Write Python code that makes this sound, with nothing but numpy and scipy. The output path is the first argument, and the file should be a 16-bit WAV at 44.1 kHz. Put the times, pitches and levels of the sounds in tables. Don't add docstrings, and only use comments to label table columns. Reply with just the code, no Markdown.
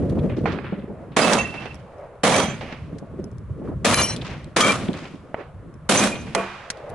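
import sys
import numpy as np
from scipy import signal
from scipy.fft import rfft, irfft, next_fast_len
from scipy.io import wavfile
from scipy.ndimage import uniform_filter1d

SR = 44100
rng = np.random.default_rng(int(sys.argv[2]) if len(sys.argv) > 2 else 0)


def master_out(mix):
    frames = np.transpose(np.atleast_2d(mix))
    ceiling = np.clip(frames, -1, 1)
    pcm = np.round(ceiling * 32767).astype(np.int16)
    wavfile.write(sys.argv[1], SR, pcm)


N = 306054
TIME = np.arange(N) / SR
LONG, SHORT = TIME[:int(1.5 * SR)], TIME[:SR // 4]
CUTOFF_HZ = 11100

# (frequency [Hz], level [dB])
CLIFF_SPECTRUM = [(100, -31), (350, -2.5), (580, 8.5), (850, -3.5), (1200, -10.5), (2300, -21), (3500, -37),
                  (8000, -48)]
# (frequency [Hz], level [dB])
CLACK_SPECTRUM = [(200, 8), (900, -4.5), (1800, 10), (3200, 2.5), (5800, 6), (7500, 1.5), (11000, -4)]
# (frequency [Hz], coherence [0-1])
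COHERENCE = [(60, 0.94), (150, 0.92), (300, 0.78), (600, 0.95), (1200, 0.78), (2500, 0.72), (5000, 0.2),
             (11000, 0.15)]


def shotgun(crack_db=13, crack_t60=0.037, roll_db=-20, roll_t60=1.255, rise_s=0.007, air_t60=2.1):
    # (time [s], level [dB], tilt [dB/octave], roar centre [Hz], boom [dB], berm delay [s],
    #  left-right [dB], slopes [dB], banks [dB], cliff [dB])
    shots = [(1.163, 4.5, 1.2, 826, -0.5, .18, -6, -29.5, -27.5, -39.5),
             (2.232, 1.5, 1.43, 780, -5.5, 0.17, -3.5, -30, -25.5, -48),
             (3.844, -4.5, 2.5, 995, 1, 0.16, 0.5, -31, -34.5, -45),
             (4.561, 3, 1.6, 1150, -3.5, 0.14, -0.4, -35, -29.5, -45.5),
             (5.889, -2, 3.64, 694, 10.5, 0.16, -2, -33, -33, -54)]
    # (frequency [Hz], level [dB])
    blast_spectrum = [(24, -34.5), (40, -25.5), (189, 1.5), (250, -1.5), (356, -3), (556, 2.5), (849, -8.5),
                      (1180, -5.5), (1600, -10.5), (2280, -12), (2690, -14.5), (3560, -16.5), (4830, -22.5),
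                      (5970, -22.5), (11000, -29.5), (14300, -85), (22000, -120)]
    roll_spectrum = [(30, -42.5), (70, -0.5), (130, 8.5), (230, 6), (400, -6), (1000, -24), (3000, -20),
                     (11000, -39.5)]
    hill_spectrum = [(100, 7), (300, 9), (600, 12), (1200, 3.5), (2500, 4.5), (4000, -9.5), (6000, -16.5),
                     (11000, -63)]
    # (peak delay [s], level [dB], swell t60 [s], fade t60 [s])
    slopes = [(0.269, -2, 1.4, 0.36), (.48, -7, 0.74, 0.55)]
    # (delay [s], level [dB], t60 [s])
    banks = [(.378, -4.5, 0.21), (.493, -2, 0.06)]
    # (peak delay [s], swell t60 [s], fade t60 [s])
    cliff_shape = (0.87, 1.5, 1)
    out = np.zeros((2, N))
    rise = np.minimum(LONG / rise_s, 1) ** 3
    for s, level_db, tilt_db, roar_hz, boom_db, berm_s, side_db, hill_db, banks_db, cliff_db in shots:
        crack = from_db(crack_db) * fade(LONG, crack_t60) * noise(LONG, blast_spectrum, tilt_db)
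        rocks = reflections(per_s=160, strength=5, t60=0.02)
        scattered = scatter(berm_s) * rocks * noise(LONG, blast_spectrum, tilt_db, side_db)
        blast = from_db(level_db) * rise * (crack + scattered)
        roar = from_db(-5) * resonance(blast, roar_hz, width_hz=400)
        boom = from_db(boom_db) * resonance(blast, hz=230, width_hz=110)
        add(out, s, blast * fade(LONG, air_t60) + roar + boom)
        roll = from_db(roll_db) * rise * fade(LONG, roll_t60) * flicker(LONG, 47.16, depth_db=3.5)
        add(out, s, roll * noise(LONG, roll_spectrum))
        for peak_s, slope_db, swell_t60, fade_t60 in slopes:
            slope = echo((peak_s, swell_t60, fade_t60), hill_spectrum, strength=2.1, side_db=side_db)
            add(out, s, from_db(hill_db + slope_db) * slope)
        for delay_s, slap_db, slap_t60 in banks:
            slap = fade(SHORT, slap_t60) * noise(SHORT, hill_spectrum, side_db=side_db)
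            add(out, s + delay_s, from_db(banks_db + slap_db) * slap)
        add(out, s, from_db(cliff_db) * echo(cliff_shape, CLIFF_SPECTRUM, strength=2.1))
    return out


def scatter(berm_s):
    ground = from_db(1.5) * fade(LONG, t60=0.29)
    berm = from_db(-12) * swell(LONG, berm_s, rise_t60=0.85, fall_t60=0.22)
    scrub = from_db(-27) * fade(LONG, t60=1.33)
    return np.sqrt(ground ** 2 + berm ** 2 + scrub ** 2)


def echo(shape, spectrum, strength, side_db=0):
    rocks = reflections(per_s=60, strength=strength, t60=0.044)
    return swell(LONG, *shape) * rocks * noise(LONG, spectrum, side_db=side_db)


def reflections(per_s, strength, t60):
    arrivals = (rng.random(len(LONG)) < per_s / SR) * rng.uniform(0, 1, len(LONG)) ** 2
    power = 1 + strength * signal.lfilter([1], [1, -fade(2 / SR, t60)], arrivals + 1e-18)
    return np.sqrt(power / power.mean())


def steel_plates(split_hz=23, twin_db=-14, wobble_db=7.0, landed_t60=0.086):
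    plates = [(1.218, 1.336, -18, [(2625, -16.5, 0.63), (4900, -18.5, 0.19)]),
              (1.387, 1.718, -5.5, [(1887, -23, 0.19), (2280, -23, 0.092), (2680, -27, 1.3),
              (6440, -29, 0.21)]), (2.342, 2.552, -9, [(2297, -28, 0.93), (3245, -21.5, 0.49),
              (5210, -24, 0.26), (6180, -28.5, 1), (7300, -38, 0.74)]),
              (3.937, 4.138, 1.5, [(2370, -18, 0.57), (2875, -26, 1), (3040, -22.5, 0.46),
              (4085, -22, 0.98), (4740, -31.5, 1.4), (5670, -28.5, 8.1), (6430, -23, 0.89),
              (8360, -31, 1.3), (9300, -33.5, 2.7), (10835, -23, 0.52)]),
              (4.611, 4.705, 2, [(1215, -7, 0.23), (1270, -14.5, 1), (1465, -13, 0.27), (2284, -13, 1),
              (2364, -7.5, 0.77), (3190, -5, 0.3), (3260, -1.5, 0.13), (6210, -13, 0.18),
              (7400, -16.5, 0.28)]), (5.975, 6.24, 0, [(2437, -19, 0.63), (6210, -2.5, 0.067),
              (6190, -30, 0.68), (7400, -27, 0.43)])]
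    out = np.zeros((2, N))
    for struck_s, landed_s, side_db, modes in plates:
        damping = fade(np.maximum(LONG - (landed_s - struck_s), 0), landed_t60)
        for hz, level_db, t60 in modes:
            spread_rad = np.arccos(at_hz(COHERENCE, hz))
            phase = rng.uniform(0, 2 * np.pi, (2, 1, 1)) + np.array([[0.5], [-0.5]]) * spread_rad
            mode = np.sin(2 * np.pi * hz * LONG + phase[0])
            twin = from_db(twin_db) * np.sin(2 * np.pi * (hz + split_hz) * LONG + phase[1])
            envelope = fade(LONG, t60) * damping * flicker(LONG, 70.9, wobble_db)
            add(out, struck_s, from_db(level_db) * (mode + twin) * envelope * pan(side_db))
    return out


def far_guns(crack_t60=0.033, bounce_s=0.00094, bounce_gain=0.34, slap_s=0.13, pop_hz=650):
    # (time [s], crack [dB], low-pass [Hz], left-right [dB], tail [dB], tail rise [s],
    #  tail decay scale [s], slap [dB], cliff [dB])
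    shots = [(0.457, -14, 2560, -7, -16, 0.00085, 0.25, -11.5, -42.5),
             (5.3435, -22, 2420, -5, -31, 0.067, 0.13, -34, -52.5),
             (6.349, -2.5, 9700, -4, -16.5, 0.0045, 0.55, -45, -35)]
    # (frequency [Hz], level [dB])
    crack_spectrum = [(80, -39), (250, 2.5), (550, 4.5), (1100, 0.5), (2400, -2.5), (4000, -13.5),
                      (11000, -16.5)]
    near_bank_spectrum = [(80, -21), (250, -0.5), (450, 12), (750, -1), (1200, -2.5), (2500, -15.5),
                          (4000, -34), (6500, -25), (11000, -29)]
    far_bank_spectrum = [(80, -4.5), (300, -36), (700, 3.5), (1300, 5), (2600, -2.5), (4000, -12.5),
                         (6500, -21.5), (11000, -37.5)]
    # (peak delay [s], swell t60 [s], fade t60 [s])
    cliff_shape = (0.58, 1.48, .65)
    out = np.zeros((2, N))
    for s, crack_db, top_hz, side_db, tail_db, rise_s, decay_s, slap_db, cliff_db in shots:
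        burst = fade(SHORT, crack_t60) * noise(SHORT, crack_spectrum, side_db=side_db)
        crack = lowpass(from_db(crack_db) * burst, top_hz)
        pop = from_db(-8) * fade(SHORT, t60=0.012) * np.sin(2 * np.pi * pop_hz * SHORT)
        add(out, s, lowpass(pop, top_hz) + crack)
        add(out, s + bounce_s, bounce_gain * crack)
        add(out, s + slap_s, from_db(slap_db) * crack)
        late_s = np.maximum(LONG - rise_s, 0)
        rocks = reflections(per_s=120, strength=1.5, t60=0.0045)
        near = fade(late_s, decay_s / 2) * rocks * noise(LONG, near_bank_spectrum, side_db=side_db)
        far = fade(late_s, decay_s * 2.43) * noise(LONG, far_bank_spectrum, side_db=side_db)
        tail = from_db(tail_db) * np.minimum(LONG / rise_s, 1) * (near + from_db(-14) * far)
        add(out, s, lowpass(tail, 1.86 * top_hz))
        add(out, s, from_db(cliff_db) * echo(cliff_shape, CLIFF_SPECTRUM, strength=1.6))
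    return out


def hollow_ring(start_s=6.351, level_db=-20.5):
    # (frequency [Hz], level [dB], t60 [s])
    modes = [(195, -2.5, 0.44), (355, -3, 0.42), (674, 5, 0.24), (1123, -3, 0.43), (2430, -11, 0.69)]
    out = np.zeros((2, N))
    for hz, mode_db, t60 in modes:
        add(out, start_s, from_db(level_db + mode_db) * fade(LONG, t60) * np.sin(2 * np.pi * hz * LONG))
    return out


def clacks():
    # (time [s], level [dB], t60 [s])
    impacts = [(1.333, -3, 0.035), (2.363, -11, .03), (2.984, -46.5, .05), (3.944, -2.5, 0.014),
               (4.607, 0.5, 0.067), (4.720, -14.5, 0.025), (5.966, -27, 0.017), (6.042, -18, 0.025),
               (6.702, -19.5, 0.033)]
    out = np.zeros((2, N))
    for s, level_db, t60 in impacts:
        add(out, s, from_db(level_db) * fade(SHORT, t60) * noise(SHORT, CLACK_SPECTRUM))
    return out


def ticks(gain_db=-10.5, t60=0.057):
    # (time [s], level [dB], tilt [dB/octave])
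    bursts = [(0.0942, -32, 31), (0.188, -27, -11), (0.7943, -39, 5), (4.1623, -23, 27), (4.2138, -24, 10),
              (4.4413, -43, 31), (4.8819, -17.5, -11), (4.9322, -26, 21.5), (6.1554, -23, -3),
              (6.772, -39, 28), (6.8944, -39, 38)]
    # (frequency [Hz], level [dB])
    spectrum = [(400, -60), (1500, 28), (3500, 42.5), (5500, 12), (7500, -2), (11000, -22)]
    out = np.zeros((2, N))
    for s, level_db, tilt_db in bursts:
        envelope = fade(SHORT, t60) * flicker(SHORT, 1580, depth_db=11)
        add(out, s, from_db(level_db + gain_db) * envelope * noise(SHORT, spectrum, tilt_db))
    return out


def shells(click_db=-2, click_t60=0.0064):
    # (time [s], level [dB])
    bounces = [(1.7445, -38), (1.754, -41), (1.983, -55), (3.242, -38.5), (3.315, -53), (3.383, -46.5),
               (5.741, -50.5)]
    # (frequency [Hz], level [dB], t60 [s])
    modes = [(5230, -11.5, 0.044), (5780, -6, 0.02), (7550, -23, 0.035), (10240, -13, 0.037)]
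    out = np.zeros((2, N))
    for s, level_db in bounces:
        ring = 0
        for hz, mode_db, t60 in modes:
            phase = rng.uniform(0, 2 * np.pi, (2, 1))
            ring += from_db(mode_db) * fade(SHORT, t60) * np.sin(2 * np.pi * hz * SHORT + phase)
        click = from_db(click_db) * fade(SHORT, click_t60) * noise(SHORT, CLACK_SPECTRUM)
        add(out, s, from_db(level_db) * (ring + click))
    return out


def footsteps(gain_db=-7, t60=0.091, rise_s=0.0052):
    # (time [s], level [dB])
    steps = [(0.027, -10.5), (0.168, -7), (0.276, -20), (0.722, -8), (0.897, -14.5), (3.021, -17),
             (3.237, -18.5), (3.134, -25), (3.615, -13.5), (3.714, -11.5), (4.887, -3.5), (5.136, -20.5)]
    # (frequency [Hz], level [dB])
    spectrum = [(30, -26), (90, -15), (200, 15), (400, 4), (700, -6.5), (1500, -26.5), (5000, -89)]
    out = np.zeros((2, N))
    envelope = np.minimum(SHORT / rise_s, 1) * fade(SHORT, t60)
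    for s, level_db in steps:
        add(out, s, from_db(level_db + gain_db) * envelope * noise(SHORT, spectrum))
    return out


def scuffs(rise_s=0.0048):
    # (time [s], level [dB], t60 [s], low-pass [Hz])
    strokes = [(0.293, -34.5, 0.24, 2900), (0.364, -42.5, 0.21, 6000), (0.517, -30.5, 0.1, 5460),
               (0.64, -36, 0.65, 2960), (1.115, -52, 0.77, 4010), (3.67, -38.5, .35, 1300),
               (4.245, -35.5, 0.44, 6540), (4.965, -40.5, 0.58, 7600)]
    # (frequency [Hz], level [dB])
    spectrum = [(400, -16.5), (1000, 5), (2000, 2.5), (4000, -4.5), (7000, -10.5), (11000, -13)]
    out = np.zeros((2, N))
    for s, level_db, t60, top_hz in strokes:
        envelope = np.minimum(SHORT / rise_s, 1) * fade(SHORT, t60) * flicker(SHORT, 500, depth_db=3.5)
        add(out, s, lowpass(from_db(level_db) * envelope * noise(SHORT, spectrum), top_hz))
    return out


def wind(run_db=-22, run_end_s=0.26, slowing_t60=2.48):
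    # (time [s], level [dB])
    airflow = [(0.0, -25.5), (0.48, -29.5), (0.64, -36.5), (1.05, -45), (1.7, -42), (2.17, -50.0),
               (2.7, -38.5), (3.1, -36.5), (3.42, -35), (3.75, -28), (4.35, -33.5), (4.95, -41),
               (5.45, -46.0), (5.85, -40.5), (6.35, -39), (6.6, -51.5), (6.83, -49.5), (6.94, -35)]
    # (time [s], level [dB])
    swings = [(2.95, -37.5), (3.22, -32.5), (3.691, -28), (4.26, -36.5), (4.95, -28), (5.3, -40.5),
              (5.7, -39.5), (6.27, -37.5), (6.95, -51)]
    # (frequency [Hz], level [dB])
    rumble_spectrum = [(15, -16), (30, -20.5), (55, 5), (90, 7), (140, 7.5), (200, -2.5), (400, -61)]
    flutter_spectrum = [(80, -40.5), (150, 5.5), (240, 2.5), (400, -2.5), (560, -5), (800, -23),
                        (2000, -37.5), (5000, -53.5), (11000, -58)]
    flow = from_db(np.interp(TIME, *np.transpose(airflow)))
    running = from_db(run_db) * fade(np.maximum(TIME - run_end_s, 0), slowing_t60)
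    puffs = sum(from_db(db) * swell(TIME, s, rise_t60=0.55, fall_t60=0.37) for s, db in swings)
    stir = np.sqrt((from_db(-10) * flow) ** 2 + running ** 2 + puffs ** 2)
    rumble = from_db(-1) * flow * flicker(TIME, 25, depth_db=3.5) * noise(TIME, rumble_spectrum)
    flutter = stir * flicker(TIME, 70, depth_db=4.5) * noise(TIME, flutter_spectrum)
    return rumble + flutter


def open_air(level_db=-55):
    # (frequency [Hz], level [dB])
    spectrum = [(40, 14), (200, -3.5), (500, -13.5), (1100, 8.5), (2500, -10.5), (5000, -24.5),
                (11000, -24)]
    return from_db(level_db) * noise(TIME, spectrum)


def from_db(db):
    return 10 ** (np.asarray(db) / 20)


def at_hz(points, hz):
    points = np.array(points)
    return np.interp(np.log(hz), np.log(points[:, 0]), points[:, 1])


def fade(t, t60):
    return np.exp(-np.log(1000) * t / t60)


def swell(t, peak_s, rise_t60, fall_t60):
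    return fade(np.maximum(peak_s - t, 0), rise_t60) * fade(np.maximum(t - peak_s, 0), fall_t60)


def pan(db):
    return from_db([[db / 2], [-db / 2]])


def add(out, s, sound):
    start = max(round(s * SR), 0)
    out[:, start:start + sound.shape[-1]] += sound[..., :N - start]


def flicker(t, per_s, depth_db):
    knots = np.clip(rng.standard_normal(4096), -2, 2)
    gain = from_db(depth_db * np.interp(t * per_s, np.arange(4096), knots))
    return gain / np.sqrt(np.mean(gain ** 2))


def noise(t, spectrum, tilt_db=0, side_db=0):
    size = next_fast_len(len(t))
    hz = np.maximum(np.fft.rfftfreq(size, 1 / SR), 1)
    gain = from_db(at_hz(spectrum, hz) + tilt_db * np.log2(hz)) * (hz < CUTOFF_HZ + 1000)
    coherence = at_hz(COHERENCE, hz)
    mid, side = rfft(rng.standard_normal((2, size))) * gain / np.sqrt(np.mean(gain ** 2))
    side *= np.sqrt((1 - coherence) / (1 + coherence))
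    balance = pan(side_db) ** np.minimum(hz / 1000, 1)
    return irfft([mid + side, mid - side] * balance, size)[:, :len(t)]


def lowpass(x, hz):
    return signal.sosfilt(signal.butter(4, min(hz, SR / 3), fs=SR, output="sos"), x + 1e-18)


def resonance(x, hz, width_hz):
    return signal.lfilter(*signal.iirpeak(hz, hz / width_hz, fs=SR), x)


def scene():
    shooting = shotgun() + far_guns() + hollow_ring() + steel_plates() + clacks()
    return shooting + ticks() + shells() + scuffs() + footsteps() + wind() + open_air()


def record(dry, threshold_db=-16, slope=0.78, release_db_per_s=260, ceiling=0.8):
    power = uniform_filter1d(np.mean(dry ** 2, axis=0), size=180)
    over_db = np.maximum(10 * np.log10(np.maximum(power, 1e-12)) - threshold_db, 0)
    release_db = release_db_per_s * TIME
    held_db = np.maximum.accumulate(over_db + release_db) - release_db
    limited = dry * from_db(-slope * uniform_filter1d(held_db, size=40))
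    rounded = ceiling * np.tanh(limited / ceiling)
    return signal.sosfilt(signal.ellip(10, 0.3, 80, CUTOFF_HZ, fs=SR, output="sos"), rounded)


dry = scene()
out = record(dry)
master_out(out)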